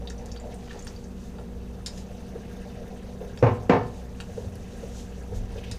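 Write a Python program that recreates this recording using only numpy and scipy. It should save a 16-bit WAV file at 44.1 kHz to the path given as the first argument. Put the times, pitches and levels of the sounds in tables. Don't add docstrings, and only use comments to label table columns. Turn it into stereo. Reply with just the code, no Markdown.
import sys
import numpy as np
from scipy import signal
from scipy.fft import rfft, irfft, next_fast_len
from scipy.io import wavfile
from scipy.ndimage import uniform_filter1d, minimum_filter1d

SR = 44100
rng = np.random.default_rng(int(sys.argv[2]) if len(sys.argv) > 2 else 0)


def persist_wave(psi):
    counts = np.round(np.clip(psi, -1, 1) * 32767).astype(np.int16)
    wavfile.write(sys.argv[1], SR, np.atleast_2d(counts).T)


N = 254935
FFT_SIZE = next_fast_len(N, True)
FFT_HZ = np.fft.rfftfreq(FFT_SIZE, 1 / SR)
SCENE_S = np.arange(N) / SR
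EVENT_S = np.arange(SR // 2) / SR

# pitch_hz, gain_db
POT_HOLLOW = [(300, -8), (410, 1), (520, 1), (610, -7), (700, 1), (830, -3), (1000, -7), (1400, -8),
              (4000, -10)]


def amp(db):
    return 10 ** (np.asarray(db) / 20)


def evened(x):
    return x / np.sqrt(np.mean(x ** 2) + 1e-20)


def value_at(points, hz):
    point_hz, value = np.transpose(points)
    return np.interp(np.log(hz + 1), np.log(point_hz + 1), value)


def add(mix, start_s, sound):
    part = mix[..., round(start_s * SR):][..., :sound.shape[-1]]
    part += sound[..., :part.shape[-1]]


def soften(x, hz, order=1):
    return signal.lfilter(*signal.butter(order, min(hz, SR / 2 - 1), fs=SR), x)


def thin(x, hz, order=2):
    return signal.lfilter(*signal.butter(order, hz, "high", fs=SR), x)


def coloured(x, colour):
    return irfft(rfft(x, FFT_SIZE) * amp(value_at(colour, FFT_HZ)), FFT_SIZE)[..., :N]


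def ring(tones):
    return sum((-1) ** k * amp(db - 60 * EVENT_S / ring_s) * np.sin(2 * np.pi * hz * EVENT_S)
               for k, (hz, db, ring_s) in enumerate(tones))


def noise_pair(size):
    # pitch_hz, likeness (1 is the same, -1 is opposite)
    likeness = [(60, 0.43), (130, 0.51), (220, -0.29), (330, -0.41), (640, -0.31), (1400, -0.39),
                (7000, -0.15), (15000, -0.7)]
    left, other = rfft(rng.standard_normal((2, size)))
    same = np.clip(value_at(likeness, np.fft.rfftfreq(size, 1 / SR)), -1, 1)
    return np.array([left, same * left + np.sqrt(1 - same ** 2) * other])


def noise(colour):
    spectrum = noise_pair(FFT_SIZE) * amp(value_at(colour, FFT_HZ))
    return irfft(spectrum, FFT_SIZE)[:, :N] * np.sqrt(SR / 2)


def tail(bands, rise_s):
    centre_hz, db, ring_s = np.transpose(bands)
    size = len(EVENT_S)
    hz = np.fft.rfftfreq(size, 1 / SR)
    spectrum = noise_pair(size) * amp(value_at(np.c_[centre_hz, db], hz))
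    out = np.zeros((2, size))
    for share, life_s in zip(np.eye(len(bands)), ring_s):
        band = irfft(spectrum * value_at(np.c_[centre_hz, share], hz), size)
        out += band * amp(-60 * EVENT_S / life_s)
    out *= 1 - np.exp(-EVENT_S / rise_s)
    return out / np.linalg.norm(out[0])


def drift(per_s, count):
    return np.interp(SCENE_S * per_s, np.arange(count), rng.standard_normal(count))


def swells(rows):
    power = np.zeros(N)
    for peak_s, db, rise_s, fall_s in rows:
        width_s = np.where(SCENE_S < peak_s, rise_s, fall_s)
        power += amp(db) ** 2 * np.exp(-((SCENE_S - peak_s) / width_s) ** 2)
    return np.sqrt(power)


def in_kitchen(x, echo_db):
    # pitch_hz, level_db, ring_s
    walls = [(147, -11, 1), (600, 4.5, 0.17), (1830, -8, 0.14), (5860, -3.5, 0.14), (13000, -5, 0.11)]
    return x + amp(echo_db) * signal.oaconvolve(x[None], tail(walls, rise_s=0.00021), axes=1)[:, :N]


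def in_pot(x, echo_db, fade_s):
    t = EVENT_S[:SR // 32]
    echoes = rng.standard_normal(len(t)) * np.exp(-t / fade_s)
    return x + amp(echo_db) * signal.oaconvolve(x, echoes / np.linalg.norm(echoes))[:N]


def lean_left(x, balance):
    ratio = amp(value_at(balance, FFT_HZ))
    gains = np.array([ratio, np.ones_like(ratio)]) * 2 / (1 + ratio)
    return irfft(rfft(x, FFT_SIZE) * gains, FFT_SIZE)[:, :N]


def room_noise():
    # pitch_hz, level_db_per_hz
    colour = [(15, -68.5), (30, -60.5), (45, -66.5), (70, -76), (100, -65.5), (135, -67), (235, -64),
              (300, -76), (355, -73.5), (410, -75.5), (530, -75.5), (610, -88), (700, -81.5), (1200, -87.5),
              (2600, -96), (6200, -101.5), (9500, -104), (15000, -106)]
    # pitch_hz, left_over_right_db
    balance = [(60, 8), (110, 2.5), (200, 3.5), (380, 6.5), (700, 11.5), (1290, 7), (2380, 2.5),
               (4400, -0.5), (8120, -1.5), (15000, 6)]
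    return lean_left(noise(colour), balance)


def hum(waver, wavers_per_s):
    # pitch_hz, level_db
    tones = [(59.7, -45), (119.3, -58), (178.8, -59), (189.1, -46), (237.5, -51), (297, -63), (378.4, -62),
             (406, -57.5), (475.1, -53)]
    # time_s, gain_db
    slow_swell = [(0, 8.5), (.45, 4), (.8, -1), (1.2, 1), (1.6, 5.5), (2.2, 2.5), (2.7, -0.5), (4.1, 5),
                  (4.5, -9), (4.9, 5), (5.78, 4.5)]
    out = np.zeros(N)
    for hz, db in tones:
        depth = waver * min(hz / 240, 1)
        wobble = 1 + depth * drift(wavers_per_s, count=64)
        phase = depth * drift(wavers_per_s, count=64) + 2 * np.pi * rng.random()
        swell_db = np.interp(SCENE_S, *np.transpose(slow_swell)) if hz == tones[0][0] else 0
        out += np.sqrt(2) * amp(db + swell_db) * wobble * np.sin(2 * np.pi * hz * SCENE_S + phase)
    return out


def stove_rumble(tremble_db, deep_db):
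    # peak_s, level_db, rise_s, fall_s
    pushes = [(4.43, -33, 0.096, 0.11), (5.35, -38.5, 0.068, 0.18), (5.725, -32.5, 0.027, 0.046)]
    # pitch_hz, level_db_per_hz
    metal_colour = [(20, -29), (65, -2.5), (100, 6), (140, -19), (230, -26), (320, -37), (450, -17),
                    (1000, -53), (3000, -56)]
    deep_colour = [(10, -9.5), (32, -1), (48, -3), (80, -3), (300, -63)]
    shaking = np.hypot(amp(tremble_db), swells(pushes))
    return shaking * evened(noise(metal_colour)) + amp(deep_db) * evened(noise(deep_colour))


def bubbles(low_hz, octaves, cycles, per_s, echo_db=11.0, count=4000):
    out, t = np.zeros(N), EVENT_S[:SR // 50]
    starts_s = np.cumsum(rng.exponential(1, count)) / per_s
    pitches_hz = low_hz * 2 ** (octaves * rng.random(count))
    levels_db = 2.5 * np.minimum(rng.exponential(1, count), 3)
    for start_s, hz, db in zip(starts_s, pitches_hz, levels_db):
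        age = t * hz / cycles
        add(out, start_s, amp(db) * age * np.exp(-age) * np.sin(2 * np.pi * hz * t))
    return evened(in_kitchen(out, echo_db))


def simmer(fizz_db, gurgle_db):
    # pitch_hz, level_db_per_hz
    hiss_colour = [(560, 13), (720, 28.5), (1000, -32), (1250, -6), (1700, 3), (2700, -19), (3650, 11.5),
                   (4200, -11), (5200, 5.5), (5800, 3), (6500, 10.5), (7600, -42), (9500, -1.5), (14000, 0)]
    jug_in = 1 / (1 + (SCENE_S / 0.62) ** 8)
    lull_db = -4.5 * np.exp(-((SCENE_S - 1.41) / 0.56) ** 4)
    tiny = bubbles(low_hz=1505, octaves=2.65, cycles=0.86, per_s=360)
    thick = bubbles(low_hz=446.5, octaves=1.17, cycles=1.2, per_s=160)
    gurgle = evened(coloured(thick, POT_HOLLOW)) * amp(-3.5 * drift(per_s=17, count=400))
    hiss = evened(noise(hiss_colour)) * amp(5 * drift(per_s=68, count=400))
    fizz = amp(0.5) * hiss + amp(2) * tiny
    return amp(lull_db) * (amp(fizz_db - 2 * jug_in) * fizz + amp(gurgle_db + 4.5 * jug_in) * gurgle)


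def drips(gain_db, glide, roughness):
    # start_s, level_db, pitch_hz, cycles_to_swell
    pops = [(0.0733, -32.5, 3680, 3.5), (0.1, -27, 5700, 0.78), (0.181, -40.5, 5900, 3.1),
            (0.2593, -32, 6600, 0.57), (0.317, -29.5, 5400, 1.2), (0.32, -42, 6770, 3),
            (0.372, -41, 4550, 2.8), (0.3995, -40.5, 6940, 2.9), (0.543, -36.5, 8900, 1.1),
            (0.6947, -45.5, 3005, 7.6), (0.7057, -42, 1780, 4.3), (0.7914, -39, 6400, 6.5),
            (0.824, -43.5, 7000, 7.6), (0.848, -39, 9100, 2.5), (0.876, -30.5, 5300, 1.5),
            (0.962, -43, 4760, 3.4), (1.041, -40, 6270, 1.9), (3.389, -39, 5370, 3.1)]
    out, t = np.zeros(N), EVENT_S[:SR // 20]
    for start_s, db, hz, cycles in pops:
        age = t * hz / cycles
        flutter = roughness * evened(soften(rng.standard_normal(len(t)), 920, order=2))
        turns = cycles * age * (1 + glide * np.minimum(age, 2))
        add(out, start_s, amp(db + gain_db) * age * np.exp(1 - age) * np.sin(2 * np.pi * turns + flutter))
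    return out


def bumps(gain_db, fade_s, splat_db, splat_s):
    # start_s, level_db, pitch_hz
    blips = [(0.102, -48, 524), (0.745, -30.5, 726), (1.386, -30, 690), (2.353, -31, 464),
             (2.842, -56, 694), (3.207, -28.5, 510), (4.374, -27.5, 507), (4.829, -29, 570),
             (5.319, -31, 445), (5.554, -30.5, 715)]
    out, t = np.zeros(N), EVENT_S[:SR // 10]
    for start_s, db, hz in blips:
        dull_noise = soften(rng.standard_normal(len(t)), 1.16 * hz, order=2)
        splat = evened(thin(dull_noise, 340)) * np.exp(-t / splat_s)
        blip = np.exp(-t / fade_s) * (1 - np.exp(-t / 0.0001)) * np.sin(2 * np.pi * hz * t)
        add(out, start_s, amp(db + gain_db) * (blip + amp(splat_db) * splat))
    return coloured(out, POT_HOLLOW)


def taps(gain_db, fade_s):
    # start_s, level_db, bass_cut_hz, treble_cut_hz
    snaps = [(0.104, -30.5, 695, 3500), (0.3625, -31, 800, 2500), (0.712, -31.5, 1300, 3530),
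             (0.8695, -26, 1000, 4500), (1.385, -38, 500, 1500), (1.867, -44, 506, 1800),
             (3.3748, -27.5, 694, 2900), (4.2023, -25.5, 1510, 2300), (4.208, -28, 2200, 5200),
             (4.555, -35, 4000, 9600), (5.717, -34.5, 700, 2400)]
    out, t = np.zeros(N), EVENT_S[:SR // 32]
    for start_s, db, bass_cut_hz, treble_cut_hz in snaps:
        burst = rng.standard_normal(len(t)) * np.exp(-t / fade_s)
        snap = thin(soften(burst, treble_cut_hz, order=2), bass_cut_hz)
        add(out, start_s, amp(db + gain_db) * snap / abs(snap).max())
    return out


def splashes():
    # peak_s, level_db, rise_s, fall_s
    drainings = [(0.26, -62, 0.058, 0.14), (0.74, -54, 0.11, 0.092), (0.89, -56.5, 0.018, 0.051)]
    sloshes = [(0.53, -52.5, 0.02, 0.013), (0.71, -66, 0.11, 0.15), (2.6, -57, 0.13, 0.2),
               (5.66, -51.5, 0.12, 0.19)]
    crackle = bubbles(low_hz=1410, octaves=2.1, cycles=0.43, per_s=170, echo_db=2.5)
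    spatter = soften(bubbles(low_hz=1630, octaves=2.12, cycles=1.06, per_s=450), 7500, order=4)
    return swells(drainings) * crackle + swells(sloshes) * spatter


def swishes():
    # peak_s, level_db, rise_s, fall_s
    moves = [(0.85, -57.5, 0.23, 0.18), (1.24, -56.5, 0.052, 0.056), (1.99, -50.5, 0.059, 0.033),
             (3.98, -57.5, 0.065, 0.033), (4.41, -55.5, 0.14, 0.04), (4.8, -56, 0.15, 0.26),
             (4.99, -47.5, 0.042, 0.039), (5.36, -49.5, 0.014, 0.025)]
    # pitch_hz, level_db_per_hz
    colour = [(600, -8), (1500, -7), (3000, 2.5), (5000, 3), (6600, 7.5), (9500, -5.5), (12000, -5),
              (15000, -18)]
    return swells(moves) * evened(noise(colour))


def nudges():
    # peak_s, level_db, rise_s, fall_s
    touches = [(1.392, -47, .008, .035), (2.36, -46, .008, .04), (3.218, -45, .012, .04),
               (4.39, -46, .018, .07), (4.835, -50, .008, .03), (5.324, -48, .01, .025)]
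    # pitch_hz, level_db_per_hz
    colour = [(280, -12), (400, 4.5), (530, -1), (610, 2.5), (710, 3), (830, -8.5), (1050, -10),
              (1500, -21.5), (4000, -37.5)]
    return swells(touches) * evened(noise(colour))


def clinks(gain_db, scuff_db, scuff_s, grit):
    # start_s, level_db, bass_cut_hz
    hits = [(1.8613, -17.5, 1300), (1.8688, -24, 500), (1.8779, -27, 900), (1.9765, -30, 5000),
            (5.7135, -19.5, 2500)]
    # pitch_hz, level_db, ring_s
    tones = [(2370, -11, 0.016), (3720, -1.5, 0.016), (4170, -8.5, 0.01), (4760, 3.5, 0.011),
             (5205, 3.5, 0.0076), (5510, -0.5, .012), (6600, -7, 0.0073), (7420, -1.5, 0.0089),
             (8680, -11, 0.01), (9300, -16, 0.0065)]
    out, t = np.zeros(N), EVENT_S[:SR // 10]
    ringing = ring(tones)[:len(t)]
    for start_s, db, bass_cut_hz in hits:
        scuff = rng.standard_normal(len(t)) * np.exp(-t / scuff_s)
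        body = ringing + grit * signal.fftconvolve(scuff, ringing)[:len(t)]
        clack = body / abs(body).max() + amp(scuff_db) * soften(scuff, 9100, order=4)
        add(out, start_s, amp(db + gain_db) * thin(clack, bass_cut_hz, order=1))
    return out


def cupboard_door(panel_db, rattle_db, crack_db, crack_s, right_lag_s, right_db):
    # start_s, force_db, treble_cut_hz, boom_db, thump_db
    blows = [(3.426, 1, 1030, 4.5, -12), (3.4653, -6.5, 1300, -7, -16), (3.4769, -11.5, 1090, -7, -13),
             (3.4851, -10.5, 800, -13, -14), (3.556, -25.5, 700, -4, -12), (3.6952, 2, 2680, -8, 0),
             (3.7323, -7, 2460, -22, -12), (3.7434, -14.5, 1780, -16, -10), (3.758, -8, 900, -8, -5),
             (3.81, -18.5, 890, -5, -9)]
    # pitch_hz, level_db, ring_s
    panel_tones = [(175, -26.4, 0.28), (212, -26.7, 0.48), (237, -28.8, 0.48), (265, -18.6, 0.3),
                   (372, -19.4, 0.35), (413, -23.3, 0.44), (445, -21.5, 0.34), (489, -21.6, 0.46),
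                   (518, -23.9, 0.44), (538, -25.1, 0.22), (584, -28.7, 0.32), (626, -25.5, 0.23),
                   (679, -26.5, 0.38), (701, -20.3, 0.2), (729, -21.5, 0.37), (796, -27.5, 0.45),
                   (860, -20.7, 0.23), (891, -27.7, 0.38), (927, -21.7, 0.3), (952, -32.3, 0.34),
                   (1007, -27.4, 0.22), (1044, -22.6, 0.4), (1142, -31.6, 0.43), (1181, -24.0, 0.21),
                   (1273, -29.9, 0.28), (1312, -31.7, 0.33), (1379, -34.5, 0.35), (1527, -27.8, 0.23),
                   (1566, -37.1, 0.42), (1598, -25.4, 0.2), (1748, -32.9, 0.39), (1803, -29.3, 0.28),
                   (2046, -27.5, 0.15), (2237, -32.7, 0.29), (2438, -32.2, 0.26), (2624, -36.6, 0.3),
                   (2850, -36.3, 0.31)]
    contact_tones = [(484.5, -5.5, 0.1), (868, -15.5, 0.05)]
    cupboard_tones = [(94.2, -21.5, 0.36), (100.6, -27, 0.78), (115.1, -15.5, 0.39), (144, -19.5, 0.12)]
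    frame_tones = [(178, -9.5, 0.049), (250, -8.5, 0.039)]
    # pitch_hz, level_db_per_hz, ring_s
    rattle_bands = [(80, -8, 1), (138, -2, 0.54), (250, -1.5, 0.26), (325, -13, 0.66), (460, 1.5, 0.2),
                    (930, -2, 0.34), (1300, -8, 0.32), (2220, -10.5, 0.22), (3400, -21.5, 0.32),
                    (6400, -22.5, 0.15), (11000, -43, 0.18)]
    boom, thump = amp(-0.5) * ring(cupboard_tones), ring(frame_tones)
    crack = amp(crack_db) * (1 - EVENT_S / crack_s) * np.exp(-EVENT_S / crack_s)
    left = amp(panel_db) * ring(panel_tones) + ring(contact_tones) + crack
    right = amp(right_db) * np.interp(EVENT_S - right_lag_s, EVENT_S, left, left=0)
    rattle_gains = amp([[rattle_db], [rattle_db + 1.5]])
    out, direct = np.zeros((2, N)), np.array([left, right])
    for start_s, force_db, treble_cut_hz, boom_db, thump_db in blows:
        rattle = rattle_gains * tail(rattle_bands, rise_s=0.00047)
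        bass = amp(boom_db) * boom + amp(thump_db) * thump
        add(out, start_s, amp(force_db) * (soften(direct + rattle, treble_cut_hz) + bass))
    return thin(out, hz=84, order=3)


def pot_rocking(sway_hz, swell_s):
    # start_s, level_db
    shoves = [(5.354, -26.5), (5.489, -31.5), (5.675, -38)]
    out, age = np.zeros(N), EVENT_S / swell_s
    sway = age * np.exp(1 - age) * np.sin(2 * np.pi * sway_hz * EVENT_S)
    for start_s, db in shoves:
        add(out, start_s, amp(db) * sway)
    return out


def spoon_scrapes():
    # peak_s, level_db, rise_s, fall_s
    strokes = [(5.586, -45, .006, .008), (5.642, -42, 0.0046, 0.0083), (5.662, -52, .012, 0.035)]
    # pitch_hz, level_db_per_hz
    colour = [(1200, -31), (2150, -21), (2500, 1), (3100, 1), (3700, -9), (4500, -14), (9000, -23)]
    return swells(strokes) * evened(noise(colour))


def scene():
    # pitch_hz, left_over_right_db
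    balance = [(60, 3.5), (110, 6), (200, 7.5), (300, -2), (450, 12.5), (1300, 11), (2400, 12.5), (5000, 8),
               (9000, 8), (15000, -3.5)]
    pot_sounds = (drips(gain_db=-1.5, glide=0.0023, roughness=0.6)
                  + bumps(gain_db=-7.5, fade_s=0.0041, splat_db=-7, splat_s=0.011)
                  + taps(gain_db=-4, fade_s=0.00075))
    handling = (in_pot(pot_sounds, echo_db=-1.5, fade_s=0.0041)
                + clinks(gain_db=-6.5, scuff_db=-7, scuff_s=0.008, grit=0.076))
    near = (hum(waver=0.2, wavers_per_s=2.435)
            + stove_rumble(tremble_db=-49, deep_db=-48.5)
            + simmer(fizz_db=-58.5, gurgle_db=-50)
            + in_kitchen(handling, echo_db=1.5)
            + splashes() + swishes() + nudges()
            + cupboard_door(panel_db=-3, rattle_db=14, crack_db=-32, crack_s=0.00092,
                            right_lag_s=0.00042, right_db=-3.5)
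            + pot_rocking(sway_hz=34.4, swell_s=0.033) + spoon_scrapes())
    return lean_left(near, balance) + room_noise()


def record(dry):
    ceiling, recover_db_per_s, top_hz = 0.88, 400, 15500
    over_db = np.maximum(20 * np.log10(abs(dry).max(0) / ceiling + 1e-9), 0)
    held_db = -minimum_filter1d(-over_db, size=41)
    recovery_db = SCENE_S * recover_db_per_s
    cut_db = np.maximum.accumulate(held_db + recovery_db) - recovery_db
    limited = dry / amp(uniform_filter1d(cut_db, size=41))
    treble_filter = signal.firwin(1023, top_hz, window=("kaiser", 9), fs=SR)
    return signal.oaconvolve(limited, treble_filter[None], "same")


dry = scene()
out = record(dry)
persist_wave(out)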